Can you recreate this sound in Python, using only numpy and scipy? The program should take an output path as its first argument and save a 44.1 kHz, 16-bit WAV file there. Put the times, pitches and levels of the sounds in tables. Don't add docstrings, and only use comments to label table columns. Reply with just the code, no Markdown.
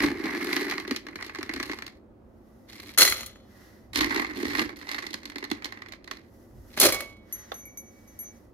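import sys
import numpy as np
from scipy import signal
from scipy.fft import rfft, irfft
from scipy.io import wavfile
from scipy.ndimage import uniform_filter1d, map_coordinates

SR = 44100
rng = np.random.default_rng(int(sys.argv[2]) if len(sys.argv) > 2 else 0)


def bounce(signal):
    frames = np.transpose(np.atleast_2d(signal))
    limited = np.clip(frames, -1, 1)
    pcm = np.round(limited * 32767).astype(np.int16)
    wavfile.write(sys.argv[1], SR, pcm)


N = 376173
T = np.arange(N) / SR


def undb(db):
    return 10 ** (np.asarray(db) / 20)


def unit(x):
    return x / np.sqrt(np.mean(x ** 2))


def pair(alike):
    share = np.clip(alike, 0, 1)
    common = np.sqrt(share) * rng.standard_normal(N)
    return common + np.sqrt(1 - share) * rng.standard_normal((2, N))


def spikes(start_s, size):
    x = np.zeros(N)
    np.add.at(x, np.clip((np.asarray(start_s) * SR).astype(int), 0, N - 1), size)
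    return x


def burst(x, rise_s, fall_s):
    fall = signal.lfilter([1], [1, -np.exp(-1 / (fall_s * SR))], x)
    rise = max(int(rise_s * SR), 1)
    return uniform_filter1d(fall, rise, origin=(rise - 1) // 2)


def colour(x, points):
    hz, db = np.transpose(points)
    bins_hz = np.maximum(np.fft.rfftfreq(4096, 1 / SR), 1)
    log_gain = np.interp(np.log(bins_hz), np.log(hz), db) * np.log(10) / 20
    cepstrum = irfft(log_gain)
    cepstrum[1:2048] *= 2
    cepstrum[2049:] = 0
    return signal.fftconvolve(x, irfft(np.exp(rfft(cepstrum))))[:N]


def ring(x, hz, width_hz):
    return signal.lfilter(*signal.iirpeak(hz, hz / width_hz, SR), x)


def mode(x, hz, t60_s):
    pole = np.exp(2j * np.pi * hz / SR - np.log(1000) / (t60_s * SR))
    return signal.lfilter([1], [1, -pole], x).imag


def curves(tables):
    rows = []
    for t in map(np.array, tables):
        before = np.r_[t[0, 0] - .002, -120, t[0, 2:]]
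        after = np.r_[t[-1, 0] + .002, -120, t[-1, 2:]]
        rows += [before, *t, after]
    start_s, *columns = np.transpose(rows)
    return np.array([np.interp(T, start_s, c) for c in columns])


def band_levels(rattle_db, thud_db, hard_db, grit_slope):
    return rattle_db + thud_db, rattle_db, rattle_db + hard_db, rattle_db + grit_slope * hard_db


def pellets(bed, hits, body, edges_hz, rate, spread_db, own_db, rise_s, scrape_s, bed_db, hit_db,
            grit_slope, settle_db, settle_s, alike):
    count = int(rate * N / SR)
    contact_s = rng.uniform(0, N / SR, count)
    size_db = spread_db * rng.exponential(size=count)
    hit_s, *columns = np.transpose(hits)
    bed_bands = band_levels(*curves(bed), grit_slope)
    hit_bands = band_levels(*columns, grit_slope)
    response = body(np.eye(1, 4096)[0])[:4096]
    out = 0
    for k, (stir_db, blow_db) in enumerate(zip(bed_bands, hit_bands)):
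        band = signal.butter(3, edges_hz[k:k + 2], "bandpass", fs=SR, output="sos")
        part = signal.sosfilt(band, response)
        contacts = spikes(contact_s, undb(size_db + own_db * rng.standard_normal(count)))
        crowd = unit(burst(contacts, rise_s, scrape_s[k]))
        blows = spikes(hit_s, undb(blow_db + hit_db[k]))
        settling = undb(settle_db) * burst(blows, rise_s, settle_s)
        stir = undb(stir_db + bed_db[k]) + settling
        drive = crowd * stir + burst(blows, rise_s, scrape_s[k])
        grit = drive * pair(alike[k])
        out = out + signal.oaconvolve(grit, [part / np.linalg.norm(part)])[:, :N]
    return out


# pitch_hz, relative level_db (per Hz)
HUM_SPECTRUM = [(76, -55), (130, -25), (191, -11.5), (229, -4), (259, -10.5), (351, -9.5), (448, -20),
                (526, -14), (607, -19.5), (1010, -29), (1210, -30), (1740, -40.5), (16500, -78.5)]
# pitch_hz, relative level_db (per Hz)
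RUMBLE_SPECTRUM = [(12, -38), (25, -17), (58, -0.5), (75, -4.5), (100, -2), (140, -11.5), (200, -55.5)]
# loudest_s, level_db (added to the steady rumble as amplitude)
JOLTS = [(0.0, -40), (1.54, -55), (3.11, -48.5), (4.01, -42), (4.47, -50), (4.61, -49), (6.58, -48.5),
         (6.86, -44), (7.34, -64)]
HUM_DB, RUMBLE_DB = -55, -58
JOLT_RISE_S, JOLT_FALL_S = 0.04, 0.08


def hum():
    mid, side = (unit(colour(rng.standard_normal(N), HUM_SPECTRUM)) for _ in range(2))
    side = signal.lfilter(*signal.butter(1, 900, "highpass", fs=SR), side) + undb(-18.5) * side
    jolts = 0
    for loudest_s, db in JOLTS:
        away = np.maximum((loudest_s - T) / JOLT_RISE_S, (T - loudest_s) / JOLT_FALL_S)
        jolts = jolts + undb(db) * np.exp(-away)
    rumble = unit(np.array([colour(x, RUMBLE_SPECTRUM) for x in pair(0.93)]))
    return undb(HUM_DB) * (mid + side * np.array([[1], [-1]])) + rumble * (undb(RUMBLE_DB) + jolts)


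# loudest_s, swell_s, fade_s, level_db (before band gains), sheen_db (re level)
SLEEVE_STROKES = [(2.65, .3, 0.074, -79, -0.5), (3.62, .15, 0.21, -65.5, -5.5), (6.4, .15, .2, -77, 2),
                  (6.749, 0.14, .03, -72.5, 2), (7.4, 0.12, 0.21, -62.5, -8), (7.9, 0.23, 0.23, -77, 0.5),
                  (8.28, 0.25, 0.18, -71.5, -1)]
# pitch_hz, relative level_db (per Hz)
CLOTH_SPECTRUM = [(470, -40), (800, -13), (1650, -9), (1940, -8.5), (2180, -19.5), (5700, -16), (8330, -28),
                  (12200, -19.5), (15500, -27.5), (16500, -47.5)]


def sleeve():
    flutter = unit(uniform_filter1d(rng.standard_normal(N), SR // 30))
    hiss = np.array([colour(x + undb(6.0) * ring(x, 2000, 120), CLOTH_SPECTRUM) for x in pair(0.25)])
    low, high = (unit(signal.sosfilt(signal.butter(3, 6500, kind, fs=SR, output="sos"), hiss))
                 for kind in ("low", "high"))
    rustle = 0
    for loudest_s, swell_s, fade_s, db, sheen_db in SLEEVE_STROKES:
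        away = np.maximum((loudest_s - T) / swell_s, (T - loudest_s) / fade_s)
        level = np.exp(-away ** 2) * undb(db)
        rustle = rustle + level * (undb(6.5) * low + undb(sheen_db) * undb(5.0) * high)
    return undb(0.87 * flutter) * rustle


# start_s, third_pair_db (also sets the tick), lowest_pair_db, second_pair_db, top_pair_db
CLINKS = [(7.3257, -33, -54, -48, -56), (7.5203, -52, -53, -67, -57), (7.5418, -38, -59, -53, -48),
          (7.6544, -44.5, -50.5, -81, -61), (7.7732, -38.5, -48.5, -54.5, -50), (8.076, -57, -63, -70, -86),
          (8.1901, -34, -53.5, -54.5, -56)]
# pitch_hz, level_db (re clink), t60_s
TAG_MODES = [(2272, -4.5, 1.38), (2230, -9.5, 1.02), (6190, 3.5, 0.53), (6200, -7, 0.36), (11560, 0, 0.2),
             (11600, -26, 0.18), (15300, -7, 0.12), (15260, 2, 0.13)]
TAG_REST_S = 8.37


def tag():
    start_s, third_db, low_db, second_db, top_db = np.transpose(CLINKS)
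    blows_db = np.repeat([low_db - 5, second_db + 10.0, third_db, top_db + 7], 2, axis=0)
    rings = 0
    for (hz, db, t60_s), blow_db in zip(TAG_MODES, blows_db):
        wander = uniform_filter1d(rng.standard_normal(N), SR // 25)
        swing = undb(4.0 * unit(uniform_filter1d(wander, SR // 25)))
        rings = rings + swing * mode(spikes(start_s, undb(blow_db + db)), hz, t60_s)
    rings = rings * np.exp(-np.maximum(T - TAG_REST_S, 0) / 0.015)
    tick = burst(spikes(start_s, undb(third_db - 7)), .0002, 0.001)
    return rings + tick * np.diff(pair(0.56), prepend=0)


# pitch_hz, relative level_db (per Hz)
SCOOP_SPECTRUM = [(150, -30), (400, 3), (900, -3.5), (1800, -5), (2500, -19), (3500, -9), (5000, -23),
                  (16000, -53)]
CLACK_S, CLACK_DB = 7.518, -23


def scoop():
    grit = unit(np.array([colour(x, SCOOP_SPECTRUM) for x in pair(0.32)]))
    return grit * burst(spikes([CLACK_S], undb(CLACK_DB)), 0.0015, 0.004)


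# start_s, rattle_db, wall_thud_db (re rattle), hardness_db
DIG = [
    [(0.0, -26, 2.5, -7.5), (.05, -26, 6, -6), (.13, -42, 4, -11.5), (.31, -30.5, -0.5, -10.5),
     (.42, -35.5, 2.5, -6.5), (.57, -30.5, 1.5, -5), (.7, -40, 3.5, -8), (.96, -53, 3, -8)],
    [(3.93, -55, -3, -5), (3.955, -28.5, -3.5, -1), (4.08, -31, 0, -9), (4.2, -31, -3, -9.5),
     (4.28, -41, 0, -9.5), (4.42, -37, 6, -5), (4.55, -32, -5, -7), (4.6, -28.5, -0.5, -6.5),
     (4.75, -58, 6.5, -13.5)],
]
# start_s, rattle_db, wall_thud_db (re rattle), hardness_db
SHAKE = [
    [(.97, -56, 8, -15), (1.04, -62.5, 13, -10), (1.2, -53, -1, -6), (1.42, -51.5, 0.5, -12),
     (1.6, -43.5, 5, -7), (1.74, -51, 1, -1.5), (1.88, -67, 6, -10), (2.0, -71, 5, -3)],
    [(4.76, -49.5, -1, -2.5), (4.86, -50, -4, -3.5), (4.96, -41, -6, -9), (5.17, -54, -1.5, -8),
     (5.5, -55, 3, -14), (5.78, -53.5, -0.5, -13), (5.99, -71, 4, -18), (6.15, -54.5, -0.5, -9),
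     (6.3, -70.5, 6, -6)],
]
# start_s, rattle_db, thud_db (re rattle), hardness_db
SLIDE = [
    [(2.67, -72, -4.5, -6), (2.69, -53.5, -1.5, 2.5), (2.946, -52.5, -0.5, 1), (2.965, -58, 0.5, 0.5)],
    [(6.7, -64.5, -0.5, 0.5), (6.766, -49.5, 2, 2), (6.774, -37, 2, 0), (6.796, -35.5, -1, 5)],
]
# start_s, rattle_db, wall_thud_db (re rattle), hardness_db
KNOCKS = [(0.037, -22.5, 3, -9), (0.073, -30, 9.5, -9), (0.238, -32.5, -4, -6), (0.511, -30, -14, -13),
          (0.528, -21.5, -21, -7), (0.564, -18, -10, -4.5), (0.673, -44, 5, -17), (0.697, -33.5, -15, 3.5),
          (0.71, -21.5, -16, -6), (0.72, -21.5, -22, -22), (0.736, -35, -2, -5), (0.779, -20, -11, -12.5),
          (0.798, -30.5, -10, -3.5), (0.849, -29, 2, -17), (0.876, -32, 1, -4.5), (0.894, -37, 3, -14),
          (0.909, -20.5, 3.5, -5), (0.922, -31, 0, -9), (0.946, -32, -8, -13), (0.961, -26.5, -16, 2),
          (1.066, -30, -1, -10), (1.084, -30, -8, -15), (1.129, -43, 6, -17), (1.156, -31.5, -1, -4),
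          (1.188, -30.5, -31, -35), (1.209, -28, -24, -17), (1.224, -25, -26, -8), (1.245, -38, -15, -3),
          (1.263, -43.5, 3, 5), (1.294, -26.5, -20, -20), (1.347, -28.5, -26, -8), (1.356, -28.5, -26, -10),
          (1.385, -31, 5, -8), (1.409, -31, -22, -14), (1.428, -23.5, -6, -5), (1.492, -21, -0.5, -15),
          (1.511, -31, -19, -19), (1.536, -28, 0, -1.5), (1.561, -27, -9, -8), (1.599, -22, -7, -9.5),
          (1.627, -25, -19, -4), (1.695, -21.5, -2, -19), (1.714, -29, -32, -6), (1.732, -25.5, -8.5, -12),
          (1.786, -28.5, -17, -8.5), (1.821, -26.5, -13, -8), (1.864, -39.5, 0, 5), (1.877, -34.5, -16, -6),
          (2.799, -42, -10, -4), (2.891, -41.5, -18, -0.5), (3.932, -33.5, -14, -2),
          (3.957, -20.5, -14, 1.5), (4.007, -17, -10, -4.5), (4.043, -19, -6.5, -5), (4.108, -21, -10, -14),
          (4.161, -19, -5, -9.5), (4.195, -17.5, -7.5, -11.5), (4.245, -21, -25, -17), (4.398, -40, 7, -11),
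          (4.43, -33, 13, -9), (4.452, -23.5, -7, -11.5), (4.55, -21.5, -13, -11), (4.592, -15.5, -7, -7),
          (4.623, -31, -3, -1.5), (4.691, -32, -13, -11), (4.727, -39, 3, -17), (4.812, -35, -24, -14),
          (4.828, -36, -28, -29), (4.869, -37.5, -24, -10), (4.889, -29, -20, -4), (4.914, -28, -11, 0),
          (4.944, -21, -27, -10), (4.985, -24.5, -17, -10), (5.024, -27, -17, -10.5), (5.065, -29, -20, -4),
          (5.105, -43, -3, 3), (5.13, -36.5, -8, 1.5), (5.14, -26, -5, -1.5), (5.231, -34.5, -13, -10),
          (5.254, -33, -9, 0), (5.298, -35, -10, -1), (5.318, -37.5, -10, -14), (5.357, -25.5, -4.5, -10),
          (5.382, -33, -18, -0.5), (5.425, -25.5, -2.5, -18), (5.44, -27, -20, -6.5), (5.5, -40, 4, 1.5),
          (5.513, -21, 0.5, -4.5), (5.621, -33, -7, -14), (5.644, -26, -15, -0.5), (5.654, -25, -18, -8),
          (5.722, -30, -20, -10), (5.772, -36, -16, -15), (5.819, -27.5, -26, -14), (5.86, -36, -17, -16),
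          (5.884, -42, -8, -2), (5.921, -33, -20, -3), (5.934, -35.5, -29, -13), (6.042, -49.5, 0, 4),
          (6.075, -32, -21, -10.5), (6.111, -25, -18, -5), (6.169, -45, -9, -0.5)]
# pitch_hz, relative level_db (per Hz)
JUG_SPECTRUM = [(88, -52.5), (150, -15.5), (210, -8.5), (293, 0.5), (349, -2.5), (549, -18.5), (830, -16.5),
                (1410, -16.5), (2090, -13.5), (3100, -24.5), (4250, -22), (8130, -35.5), (12500, -30),
                (15600, -43), (16500, -58)]
# pitch_hz, width_hz, level_db
JUG_RINGS = [(246.3, 120, -7.5), (314, 67, 1.5), (383, 110, -3), (850, 97, -3.5), (1124, 260, 1.5),
             (1860, 510, 5.5), (1990, 240, 0), (4190, 270, -2.5)]
JUG_EDGES_HZ = (150, 600, 3000, 7500, 16000)


def jug_wall(x):
    rings = sum(undb(db) * ring(x, hz, width_hz) for hz, width_hz, db in JUG_RINGS)
    return colour(undb(1.0) * x + rings, JUG_SPECTRUM)


def jug():
    return pellets(
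        sorted(DIG + SHAKE + SLIDE), KNOCKS, jug_wall, JUG_EDGES_HZ,
        rate=920, spread_db=2.5, own_db=5.5, rise_s=0.0021, scrape_s=(0.004, 0.003, 0.0023, 0.0019),
        bed_db=(-2.0, -2.0, -1.5, -8.5), hit_db=(-1.5, -2.5, 3, -8.5), grit_slope=1.25,
        settle_db=-21.5, settle_s=0.02, alike=(0.96, 0.52, 0.37, 0.12))


# start_s, swell_s, peak_db, fall_db_per_s, thud_db (re rattle), hardness_db
POURS = [(2.981, 0.011, -23, 116.5, -5.5, 3), (6.8, 0.03, -21, 142.5, 2.5, 1.5)]
# start_s, rattle_db, thud_db (re rattle), hardness_db
DROPS = [(2.975, -13.5, -22, -3), (2.9833, -11.5, -22, -1.5), (3.0078, -14.5, -19, -1),
         (3.027, -12.5, -17, -2.5), (3.0494, -21, -15, 1.5), (3.0752, -17.5, -18.5, -2.5),
         (3.096, -32.5, -11, 5.5), (3.1217, -15, -21, -8.5), (3.206, -32.5, -10, -4.5),
         (3.2304, -28.5, -30, -9), (3.2602, -47.5, -12, 8.5), (3.2974, -49, -21, -17),
         (3.3568, -46.5, -7, -40), (6.7731, -20, -2.5, -7), (6.798, -26, -1, 9.5), (6.8125, -21, -9.5, 2.5),
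         (6.8306, -20.5, -12, 0.5), (6.849, -20, -12, -0.5), (6.8604, -22, -9, 1.5), (6.921, -27.5, -7, 4),
         (6.9434, -33, -5, 1), (7.0046, -27, -11, -3)]
# pitch_hz, relative level_db (per Hz)
HEAP_SPECTRUM = [(88, -44), (150, -14), (409, -1.5), (460, -11.5), (518, -1.5), (953, -12), (1970, -6),
                 (3700, -11), (4250, -6.5), (8290, -16), (11400, -9), (15600, -19), (16500, -43.5)]
# pitch_hz, width_hz, level_db (before the change per scoop)
BOWL_CLANK = [(1310, 180, -3), (2016, 90, -1.5), (3340, 80, 0.5), (4180, 110, -0.5), (4170, 80, 5),
              (5720, 290, -5), (6620, 74, 8), (10840, 63, -0.5), (12600, 80, -12)]
# pitch_hz, first_blow_db, second_blow_db, t60_s
BOWL_RIM = [(1136, -67, -39.5, 0.44), (2220, -57.5, -30, 0.52), (3030, -48, -51, 0.74),
            (3350, -46, -50, 0.72), (3576, -48, -66, 0.61), (3720, -51, -66, 0.49),
            (3930, -62.5, -66, 0.56), (3907, -50.5, -50, 0.62), (4280, -44, -46, 0.33),
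            (4640, -59, -66, .5), (4996, -62, -46, 0.37), (6350, -50, -57, .25)]
RIM_BLOWS_S = (3.117, 6.922)
BOWL_EDGES_HZ = (150, 1000, 3000, 7500, 16000)
POUR_S, POUR_START_DB = 0.5, -12.5
BARE_STEEL_DB, HEAPED_DB = 7.5, -7
HEAPED_THUD_DB = 7
SECOND_SCOOP_S = 5


def bowl():
    pours = []
    for start_s, swell_s, db, fall, thud_db, hard_db in POURS:
        peak_s = start_s + swell_s
        pours.append([
            (start_s, db + POUR_START_DB, thud_db, hard_db + BARE_STEEL_DB),
            (peak_s, db, thud_db, hard_db),
            (peak_s + POUR_S, db - fall * POUR_S, thud_db + HEAPED_THUD_DB, hard_db + HEAPED_DB)])
    clatter = pellets(
        pours, DROPS, lambda x: colour(x, HEAP_SPECTRUM), BOWL_EDGES_HZ,
        rate=1200, spread_db=3.0, own_db=2.5, rise_s=0.0023, scrape_s=(0.0057, 0.0019, 0.0038, 0.0055),
        bed_db=(-4, -4, -2, -4), hit_db=(-4, -3.5, -6, -3), grit_slope=1.7,
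        settle_db=-26, settle_s=.02, alike=(0.92, 0.68, 0.5, 0.26))
    wall = clatter * undb(np.where(T > SECOND_SCOOP_S, -4, 5))
    clank = sum(undb(db) * ring(wall, hz, width_hz) for hz, width_hz, db in BOWL_CLANK)
    rim = sum(mode(spikes(RIM_BLOWS_S, undb(blows_db)), hz, t60_s) for hz, *blows_db, t60_s in BOWL_RIM)
    return clatter + clank + rim


# start_s, lag_samples (left behind right), pan_db (left minus right)
HAND_PLACE = [(0, 1.5, 0.5), (1.9, 6, 0.5), (2.6, -3.5, -2), (3.4, -4, 4.5), (3.9, 11, -2), (6.3, 12.5, -4),
              (6.7, -4, 0.1), (8.53, -4.5, -1)]


def scene():
    near = jug() + bowl() + scoop() + tag()
    start_s, lag, pan_db = np.transpose(HAND_PLACE)
    lag, pan_db = np.interp(T, start_s, lag), np.interp(T, start_s, pan_db)
    i = np.arange(N)
    ports = [undb(side * pan_db / 2) * map_coordinates(x, [i - side * lag / 2], order=3)
             for side, x in zip((1, -1), near)]
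    t = T[:SR // 2]
    tail = undb(-36) * np.exp(-np.log(1000) * t / 0.22) * rng.standard_normal((2, len(t)))
    bright = signal.lfilter(*signal.butter(1, (400, 5000), "bandpass", fs=SR), near)
    room = signal.oaconvolve(bright, tail, axes=1)[:, :N]
    return np.array(ports) + room + sleeve() + hum()


TOP_HZ = 15900


def record(dry):
    treble = signal.lfilter(*signal.butter(2, 6000, "highpass", fs=SR), dry)
    ports = dry * undb([[-.6], [.6]]) + treble * np.array([[.2], [-.2]])
    rounded = np.tanh(1.15 * ports) / 1.15
    return signal.sosfilt(signal.ellip(12, .3, 100, TOP_HZ, fs=SR, output="sos"), rounded)


dry = scene()
out = record(dry)
bounce(out)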